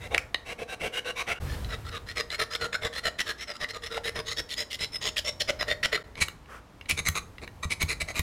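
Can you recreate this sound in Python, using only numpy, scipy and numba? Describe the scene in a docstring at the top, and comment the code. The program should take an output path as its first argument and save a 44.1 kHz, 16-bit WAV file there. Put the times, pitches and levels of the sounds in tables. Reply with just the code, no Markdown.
"""Scraping paint at the workbench

Close by, a putty knife scrapes softened paint off a small metal part on a cardboard-covered bench.
Its strokes, up to about twelve a second, are on the corner, flat, then tilted; a pointed tool follows.
Random grains ring tool and part, short skids of noise make the catches, and paired sines thud the bench.
A small workshop answers with echoes and a tail, over air, hum, rumble and one swell of rumble and hiss."""
import sys
import numpy as np
from scipy import signal
from scipy.fft import rfft, irfft, next_fast_len
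from scipy.io import wavfile
from numba import njit

SR = 44100
rng = np.random.default_rng(int(sys.argv[2]) if len(sys.argv) > 2 else 0)


def log_audio(samples):
    """Write samples as a 16-bit WAV file to the path given in sys.argv[1]."""
    # one column per channel
    frames = np.atleast_2d(samples).T
    # limit to full scale, then quantise
    limited = np.clip(frames, -1, 1)
    pcm = np.round(limited * 32767).astype(np.int16)
    wavfile.write(sys.argv[1], SR, pcm)


N = 362502
TIME = np.arange(N) / SR
FLAT_FROM_S = 1.395   # from here the knife is heard flat, and rumble and hiss swell


def from_db(db):
    """Decibels to gain."""
    return 10 ** (np.asarray(db) / 20)


def rms_one(x):
    """Scale to unit rms."""
    return x / np.sqrt(np.mean(x ** 2) + 1e-20)


def in_time(rows):
    """Read rows of (seconds, value) as a curve at every sample."""
    return np.interp(TIME, *np.transpose(rows))


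def at_hz(points, hz):
    """Read rows of (Hz, value) on a log-frequency axis."""
    table_hz, values = np.transpose(points)
    return np.interp(np.log(hz + 1e-9), np.log(table_hz), values)


def cut(x, hz, kind, order=4):
    """Butterworth filter."""
    sections = signal.butter(order, hz, kind, fs=SR, output="sos")
    return signal.sosfilt(sections, x + 1e-18)


def coloured(x, spectrum):
    """Give a steady signal a spectrum; rms 1."""
    size = next_fast_len(N)
    hz = np.arange(size // 2 + 1) * SR / size
    shaped = rfft(x, size) * from_db(at_hz(spectrum, hz))
    return rms_one(irfft(shaped, size)[:N])


def noise():
    """White noise."""
    return rng.standard_normal(N)


def drift(hz):
    """Slow chance: low-passed noise with spread 1."""
    return rms_one(cut(noise(), hz, "low", order=2))


def resonate(x, modes):
    """Parallel two-pole resonances of alternating sign."""
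    out = 0
    for k, (hz, width, db) in enumerate(modes):
        r = np.exp(-np.pi * width / SR)
        poles = [1, -2 * r * np.cos(2 * np.pi * hz / SR), r * r]
        gain = (-1) ** k * from_db(db) * (1 - r * r) / 2
        out = out + gain * signal.lfilter([1, 0, -1], poles, x + 1e-18)
    return out


@njit
def gliding_mode(x, turn_angle, r):
    """A two-pole resonance whose angle per sample moves."""
    out, last, before = np.zeros(len(x)), 0.0, 0.0
    for i in range(2, len(x)):
        driven = (1 - r * r) / 2 * (x[i] - x[i - 2])
        out[i] = driven + 2 * r * np.cos(turn_angle[i]) * last - r * r * before
        last, before = out[i], last
    return out


def background(air_db=-56):
    """Room air, hum, an uneven rumble, and a swell of low rumble and hiss that holds briefly and fades."""
    # Still air of the workshop. Each row: frequency in Hz, relative level in dB per Hz.
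    air_colour = [(50, -21), (110, -6.5), (250, 0.5), (450, -8), (900, -6), (2000, -14.5), (6000, -26),
                  (16000, -41)]
    # Hum. Each row: frequency in Hz, rms level in dB.
    hum_tones = [(59.3, -62)]
    # Low rumble before the swell is added. Each row: time in seconds, level in dB.
    rumble_level = [(0, -42.5), (.6, -57.5), (2.2, -51), (3.6, -57.5), (4.15, -48), (4.6, -54), (5.6, -47),
                    (6.6, -56), (7, -48.5), (8.22, -47)]
    # Colours of rumble and hiss. Each row: frequency in Hz, relative level in dB per Hz.
    rumble_colour = [(12, -28), (25, -11.5), (60, -1.5), (100, -5), (160, -15.5), (250, -24), (500, -24.5),
                     (1500, -46)]
    hiss_colour = [(100, -13), (300, -19), (750, -1), (1300, -1), (4000, -10), (11000, -29), (16000, -32)]
    hum = sum(from_db(db) * np.sqrt(2) * np.sin(2 * np.pi * hz * TIME) for hz, db in hum_tones)

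    attack_s, steady_until_s, fade_db_per_s = .025, 0.16, 31.5
    swell_rumble_db, swell_hiss_db = -32, -47.5
    age = TIME - FLAT_FROM_S
    fade = from_db(-fade_db_per_s * np.maximum(age - steady_until_s, 0))
    swell = np.clip(age / attack_s, 0, 1) * fade
    rumble_gain = np.hypot(from_db(in_time(rumble_level)), from_db(swell_rumble_db) * swell)
    rumble = rumble_gain * coloured(noise(), rumble_colour)
    hiss = from_db(swell_hiss_db) * swell * coloured(noise(), hiss_colour)
    return from_db(air_db) * coloured(noise(), air_colour) + hum + rumble + hiss


def scrape(strokes, modes, rub, rub_db, grains_per_s, grain_db, judder_db, judder_hz, sharpness, glide, direction,
           seat_db=6.5, seat_detune=0.045, stiff_hz=6000, bite=1.2):
    """Paint breaks away in tiny grains that ring tool and part; each stroke presses, slides and lets go."""
    # Edges between board, body, bright edge and treble grit, in Hz.
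    low, middle, high = [900, 3000, 6000]
    ranges = [(low, "low"), ([low, middle], "band"), ([middle, high], "band"), (high, "high")]
    bands = [signal.butter(4, hz, kind, fs=SR, output="sos") for hz, kind in ranges]

    sizes = from_db(grain_db * np.minimum(rng.exponential(1, N), 4)) * rng.choice([-1, 1], N)
    grains = sizes * (rng.random(N) < grains_per_s / SR)
    judder = from_db(judder_db * np.tanh(drift(judder_hz)))   # the edge sticks and slips
    grains = rms_one(grains * judder)
    rubbing = from_db(rub_db) * coloured(grains, rub)

    seats = rng.standard_normal((len(strokes), len(modes), 2))   # the edge never sits twice in the same way
    out = np.zeros(N)
    for k, (start, hardest, end, db, board_db, edge_db, grit_db) in enumerate(strokes):
        span = slice(max(int(start * SR), 0), int(end * SR))
        t = TIME[span]
        slide = direction ** k * np.linspace(-1, 1, len(t))   # the moving contact bends the modes
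        ringing = 0
        for (hz, width, mode_db), (louder, higher) in zip(modes, seats[k]):
            # the board's modes stay put, the top ones move less
            freedom = (hz > low) / (1 + (hz / stiff_hz) ** 2)
            pitch = hz * (1 + freedom * (glide * slide + seat_detune * higher))
            mode = gliding_mode(grains[span], 2 * np.pi * pitch / SR, np.exp(-np.pi * width / SR))
            ringing = ringing + from_db(mode_db + seat_db * louder) * mode
        sound = rms_one(ringing) + rubbing[span]

        # the part rings with what the edge leaves
        body_db = 10 * np.log10(max(1 - from_db(edge_db) ** 2, .1))
        levels = from_db(db + np.array([board_db, body_db, edge_db, grit_db]))
        phase = np.interp(t, [start, hardest, t[-1]], [0, .5, 1])
        force = np.abs(np.sin(np.pi * phase)) ** sharpness
        force = np.tanh(bite * force) / np.tanh(bite)   # friction levels off once the edge has bitten
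        split = [rms_one(signal.sosfilt(band, sound)) for band in bands]
        out[span] += force * sum(level * part for level, part in zip(levels, split))
    return out


def knife_strokes():
    """Draws are thin and gritty, pushes load the board; curves over time shade the colour of both."""
    # Knife strokes, drawn and pushed in turn.
    # Each row: start in seconds, length in seconds, level in dB before force and unevenness.
    stroke_table = [(0.0, 0.077, -42), (0.103, 0.073, -38.5), (0.446, 0.09, -39.5), (0.577, 0.066, -41),
                    (0.674, 0.075, -37.5), (0.794, 0.094, -33.5), (0.921, 0.077, -32.5),
                    (1.043, 0.076, -33.5), (1.152, 0.076, -31.5), (1.264, 0.075, -31.5), (1.448, 0.11, -44),
                    (1.682, 0.079, -37), (1.84, 0.058, -42.1), (1.907, 0.08, -37.5), (2.056, 0.07, -39),
                    (2.151, 0.07, -29.1), (2.294, 0.065, -33), (2.378, 0.065, -27), (2.499, 0.066, -32),
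                    (2.593, 0.082, -32.5), (2.722, 0.04, -30.5), (2.81, 0.074, -31.5), (2.914, 0.085, -35),
                    (3.028, 0.066, -28), (3.18, 0.04, -27.5), (3.249, 0.079, -33), (3.371, 0.073, -39.5),
                    (3.468, 0.057, -36), (3.53, 0.04, -43), (3.592, 0.061, -34), (3.68, 0.036, -37),
                    (3.73, 0.048, -38), (3.814, 0.065, -36.5), (3.897, 0.093, -35.5), (4.03, 0.067, -31),
                    (4.141, 0.072, -34.5), (4.246, 0.089, -34), (4.363, 0.047, -30), (4.484, 0.06, -35),
                    (4.562, 0.076, -31), (4.698, 0.06, -34.5), (4.784, 0.076, -31), (4.916, 0.057, -35),
                    (5.007, 0.093, -30.0), (5.16, 0.039, -27), (5.24, 0.067, -31), (5.396, 0.028, -26),
                    (5.474, 0.037, -27.5), (5.588, 0.044, -28.5), (5.669, 0.069, -28.5),
                    (5.826, 0.035, -22.5), (5.916, 0.052, -26)]
    # Low board, bright edge and treble grit. 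Each row: time in seconds, offset in dB.
    board_level = [(.6, -0.5), (1.1, -8), (2.3, -14.5), (2.8, -4.5), (3.3, -15), (4.15, -3), (4.5, -17),
                   (5.1, -13), (5.6, -5.5), (5.9, -10.5)]
    edge_level = [(1.33, -8.5), (1.5, -5), (3.3, -3), (4.2, -3.5), (4.4, 0), (5.42, .5), (5.5, -3),
                  (5.95, -5)]
    grit_level = [(.7, 1), (1.7, -2), (2.5, 0.5), (4, 0), (4.6, 2), (5.4, 1.5), (5.6, -4.5)]
    # share of the stroke before it is hardest, then board, edge and grit in dB
    draw, push = (0.96, -3, 0, -13), (0.73, 4, -1, -14.5)
    rows = []
    for k, (start, length, db) in enumerate(stroke_table):
        rise, *colour_db = push if k % 2 else draw
        hardest = start + rise * length
        curves = (board_level, edge_level, grit_level)
        offset_db = [np.interp(hardest, *np.transpose(curve)) for curve in curves]
        rows.append((start, hardest, start + length, db, *np.add(colour_db, offset_db)))
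    return rows


def knife():
    """The putty knife on its corner bends pitch one way; flat, then tilted, it bends to and fro."""
    # Resonances of tool and part for each way the blade lies, before each stroke shifts them.
    # Each row: frequency in Hz, width in Hz, relative level in dB.
    corner_modes = [(487, 51, 2.5), (700, 150, -4.5), (1066, 69, -10), (1545, 54, -1.5), (2240, 136, 7),
                    (2620, 76, 3.5), (3440, 89, -19), (3860, 160, 4.5), (4690, 46, -14), (5760, 100, -13.5),
                    (7600, 220, -15), (8800, 110, -18)]
    flat_modes = [(461, 18, 7.5), (614, 35, 3.5), (1290, 71, 4), (1830, 122, 6.5), (2052, 56, 4.5),
                  (2880, 80, -13.5), (3710, 330, -3), (4065, 61, 5.5), (5040, 115, 0.5), (6670, 270, -11),
                  (7750, 110, -12.5), (9170, 200, -16), (9750, 51, -37), (12400, 130, -22)]
    tilted_modes = [(447, 31, 0), (602.5, 43, 7), (1360, 310, -10), (1940, 148, 11.5), (2890, 83, -28),
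                    (3504, 80, -6.5), (4030, 57, -0.5), (4600, 39, -5), (5156, 53, 3.5), (6830, 500, -8),
                    (8060, 110, -37), (8670, 80, -9), (10300, 300, -16), (12600, 890, -20)]
    # Broad colour of the rubbing. Each row: frequency in Hz, relative level in dB per Hz.
    rub = [(100, 7.5), (320, -3), (580, 8), (850, -7), (1500, 7.5), (3500, 2), (6000, -41.5), (10000, -8),
           (13000, -24), (16000, -25)]
    tilted_from_s = 4.36
    rows = knife_strokes()

    def between(first, last):
        """The strokes that are hardest between two times."""
        return [row for row in rows if first < row[1] < last]

    corner = scrape(between(0, FLAT_FROM_S), corner_modes, rub, rub_db=-8, grains_per_s=9000, grain_db=3.0,
                    judder_db=1.0, judder_hz=149, sharpness=1.01, glide=0.029, direction=1)
    flat = scrape(between(FLAT_FROM_S, tilted_from_s), flat_modes, rub, rub_db=-7.5, grains_per_s=6000,
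                  grain_db=-0.5, judder_db=5.0, judder_hz=132, sharpness=1.28, glide=0.051, direction=-0.995)
    tilted = scrape(between(tilted_from_s, TIME[-1]), tilted_modes, rub, rub_db=-9.0, grains_per_s=9000,
                    grain_db=3.0, judder_db=6.5, judder_hz=133, sharpness=1.09, glide=0.03, direction=-0.98)
    return corner + flat + tilted


def catches(rows, skid_s=0.0036, ring_q=16, crack_hz=4500):
    """Each catch is a skid of a few milliseconds into the part's modes, with a ring and a treble crack."""
    # Modes of the struck part. Each row: frequency in Hz, width in Hz, relative level in dB.
    part_modes = [(437, 360, 3), (1090, 260, 5), (1930, 184, 13.5), (2880, 400, 11), (3920, 380, 6.5),
                  (5120, 99, 1), (6330, 140, -6), (9600, 300, -10)]
    out, t = np.zeros(N + SR), TIME[:SR // 8]
    for s, db, hz, ring_db, crack_db in rows:
        skid = rng.standard_normal(len(t)) * np.exp(-(t / skid_s) ** 4)
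        body = resonate(skid, part_modes)
        ring = resonate(skid, [(hz, hz / ring_q, 0)])
        crack = cut(skid, crack_hz, "high", order=1)
        at = int(s * SR)
        for layer, layer_db in ((body, 0), (ring, ring_db), (crack, crack_db)):
            out[at:at + len(t)] += from_db(db + layer_db) * layer / np.abs(layer).max()
    return out[:N]


def knife_catches(crack_db=-25):
    """The knife slips off an edge and knocks dully, with a ring set by where it lands."""
    # Each row: time in seconds, peak of the part's modes in dB, ring in Hz, ring against that peak in dB.
    catch_table = [(.1455, -10.5, 1830, -5.5), (0.179, -26.5, 2260, 16), (.344, -8, 3000, -14),
                   (1.645, -33, 3980, 3.5), (2.303, -30, 3870, 3.5), (2.551, -22, 3580, 4),
                   (2.729, -26, 1830, 1), (2.751, -26, 1526, 8.5), (3.193, -23.5, 1900, -3),
                   (3.643, -22, 2010, -1.5), (3.977, -24, 574, 2.5), (5.167, -27, 2320, 8),
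                   (5.502, -23, 556, 2.5), (5.829, -27, 1970, 7.5), (5.852, -23, 1870, 0),
                   (5.976, -35, 1380, 7)]
    return catches([(s, db, hz, ring_db, crack_db) for s, db, hz, ring_db in catch_table])


def squeak(width_hz=75, upper_ratio=1.9, upper_db=-2):
    """Two narrow modes, driven by noise, glide as the corner digs in on its last push."""
    # Each row: time in seconds, lower mode in Hz, its level in dB.
    s, hz, db = np.transpose([(1.271, 1370, -49), (1.3, 1420, -33.5), (1.335, 1390, -44.5),
                              (1.385, 1500, -49), (1.395, 1480, -100)])
    turn_angle = 2 * np.pi * np.interp(TIME, s, hz) / SR
    r = np.exp(-np.pi * width_hz / SR)
    lower = rms_one(gliding_mode(noise(), turn_angle, r))
    upper = rms_one(gliding_mode(noise(), upper_ratio * turn_angle, r))
    level_db = np.interp(TIME, s, db, left=-np.inf, right=-np.inf)
    return (lower + from_db(upper_db) * upper) * from_db(level_db)


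def pick_catches(ring_hz=2200, ring_db=-7.5):
    """The point snags or taps, and cracks more sharply the harder it catches."""
    # Each row: time in seconds, peak of the part's modes in dB.
    catch_table = [(6.154, -33), (6.283, -24.5), (6.458, -48), (6.811, -33.5), (6.857, -37), (6.896, -19),
                   (7.086, -18), (7.382, -32.5), (7.476, -30), (7.826, -19.5), (8.193, -20)]
    # crack of a firm catch against its peak, and extra dB per dB above firm
    firm_db, firm_crack_db, crack_growth = -19.5, 3.5, 1.5
    rows = []
    for s, db in catch_table:
        crack_db = firm_crack_db + crack_growth * (db - firm_db)
        rows.append((s, db, ring_hz, ring_db, crack_db))
    return catches(rows)


def pick_strokes(rise=0.52):
    """The harder the point is pressed, the brighter it scratches."""
    # Each row: start in seconds, length in seconds, level in dB before force and unevenness.
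    stroke_table = [(6.161, 0.05, -41.5), (6.199, 0.05, -25), (6.882, 0.052, -26.5), (6.965, 0.047, -29.5),
                    (7.046, 0.054, -27.5), (7.139, 0.062, -30), (7.41, 0.048, -42.5), (7.623, 0.036, -31.5),
                    (7.693, 0.053, -29), (7.794, 0.052, -29.5), (7.872, 0.076, -29.5), (7.997, 0.036, -29),
                    (8.07, 0.059, -36.5), (8.137, 0.082, -32)]
    # Low board, bright edge, treble grit: offsets in a firm stroke in dB, then change in dB per dB of force.
    firm_colour_db = np.array((-13.5, -5, -8.5))
    colour_slope = np.array((-0.94, 0.19, .4))
    firm_db = -27.5
    rows = []
    for start, length, db in stroke_table:
        colour_db = firm_colour_db + colour_slope * (db - firm_db)
        rows.append((start, start + rise * length, start + length, db, *colour_db))
    return rows


def pick():
    """The steel point scratches with sparse grains through its own set of modes."""
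    # Tool and part before each stroke shifts them. Each row: frequency in Hz, width in Hz, relative level in dB.
    point_modes = [(453, 44, -11.5), (636, 72, -9), (1230, 130, -6), (2033, 47, 3), (2247, 176, 10.5),
                   (3920, 330, -1.5), (5980, 80, -12), (6430, 150, -4), (7400, 280, -6), (8270, 200, -21),
                   (8960, 71, -36), (10660, 92, -7), (11900, 220, -18), (11300, 160, -14)]
    # Broad colour of the rubbing. Each row: frequency in Hz, relative level in dB per Hz.
    rub = [(100, 7), (250, 7), (850, -5), (1400, 6.5), (2500, -15), (5000, -6), (10000, 9), (13000, -26),
           (16000, -26)]
    return scrape(pick_strokes(), point_modes, rub, rub_db=-7.5, grains_per_s=5100, grain_db=3.0,
                  judder_db=4.0, judder_hz=187, sharpness=1.9, glide=0.018, direction=-0.52)


def thuds(hz=84, t60=0.14, upper_hz=150, upper_db=-9):
    """The hand drives the part into the bench, whose top swings a few cycles in two modes."""
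    # Each row: time in seconds, starting level of the lower mode in dB.
    thud_table = [(6.215, -28), (6.927, -29), (7.005, -31.5), (7.09, -21.5), (7.654, -24), (7.835, -20.5),
                  (8.026, -30.5), (8.195, -21.5)]
    out = np.zeros(N)
    for s, db in thud_table:
        t = TIME[:N - int(s * SR)]
        swing = np.sin(2 * np.pi * hz * t) + from_db(upper_db) * np.sin(2 * np.pi * upper_hz * t)
        out[N - len(t):] += from_db(db - 60 * np.minimum(t / t60, 10)) * swing
    return out


def turn():
    """A soft, dull rub of shaped noise as the part is turned round on the cardboard."""
    # Start in seconds, length in seconds, level in dB at the middle.
    start, length, db = (6.47, 0.14, -45)
    # Each row: frequency in Hz, relative level in dB per Hz.
    cardboard_colour = [(120, -50), (200, -11), (347, -17), (430, -2), (815, -15), (1250, -1), (3090, -19),
                        (3960, -28), (5270, -24.5), (14000, -34)]
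    swell = np.sin(np.pi * np.clip((TIME - start) / length, 0, 1))
    return from_db(db) * swell * coloured(noise(), cardboard_colour)


def workshop(x, early_db=-13, late_db=-15, gap_s=0.0085):
    """A few quick echoes from bench and tins, then a diffuse tail that dies band by band."""
    # Decay of the workshop. Each row: frequency in Hz, time to fall 60 dB in seconds.
    room_t60 = [(250, 0.81), (1000, 0.42), (3000, 0.18), (7000, 0.33), (14000, 0.25)]
    t, tail = TIME[:SR // 2], 0
    edges = np.geomspace(120, 16000, 8)
    for low, high in zip(edges, edges[1:]):
        band = cut(rng.standard_normal(len(t)), [low, high], "band", order=2)
        tail = tail + band * from_db(-60 * t / at_hz(room_t60, np.sqrt(low * high)))
    tail = tail * (t > gap_s)
    response = from_db(late_db) * tail / np.linalg.norm(tail)
    echoes = (rng.uniform(0.001946, .014, size=6) * SR).astype(int)
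    signs = rng.choice([-1, 1], len(echoes))
    response[echoes] += from_db(early_db) * signs / np.sqrt(len(echoes))
    return x + signal.fftconvolve(x, response)[:N]


def scene(uneven_db=0.67, uneven_hz=40):
    """Tools and bench sound in the workshop, over its background."""
    # the paint is uneven, so the drag wavers inside a stroke
    waver = from_db(uneven_db * drift(uneven_hz))
    scraping = (knife() + squeak() + pick()) * waver
    knocks = knife_catches() + pick_catches()
    return (workshop(scraping + knocks + turn() + thuds()) + background())[None]


def record(dry, microphone_hz=14000, cutoff_hz=15900):
    """The level dips briefly twice; the microphone dulls the highest treble and the top is cut."""
    # Times of the dips in seconds.
    dips_s = [1.395, 6.034]
    dip = 1 - .95 * sum(np.exp(-((TIME - s) / .006) ** 4) for s in dips_s)
    heard = cut(dry * dip, microphone_hz, "low", order=2)
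    top_cut = signal.ellip(12, .1, 80, cutoff_hz, fs=SR, output="sos")
    return signal.sosfilt(top_cut, heard)


dry = scene()
out = record(dry)
log_audio(out)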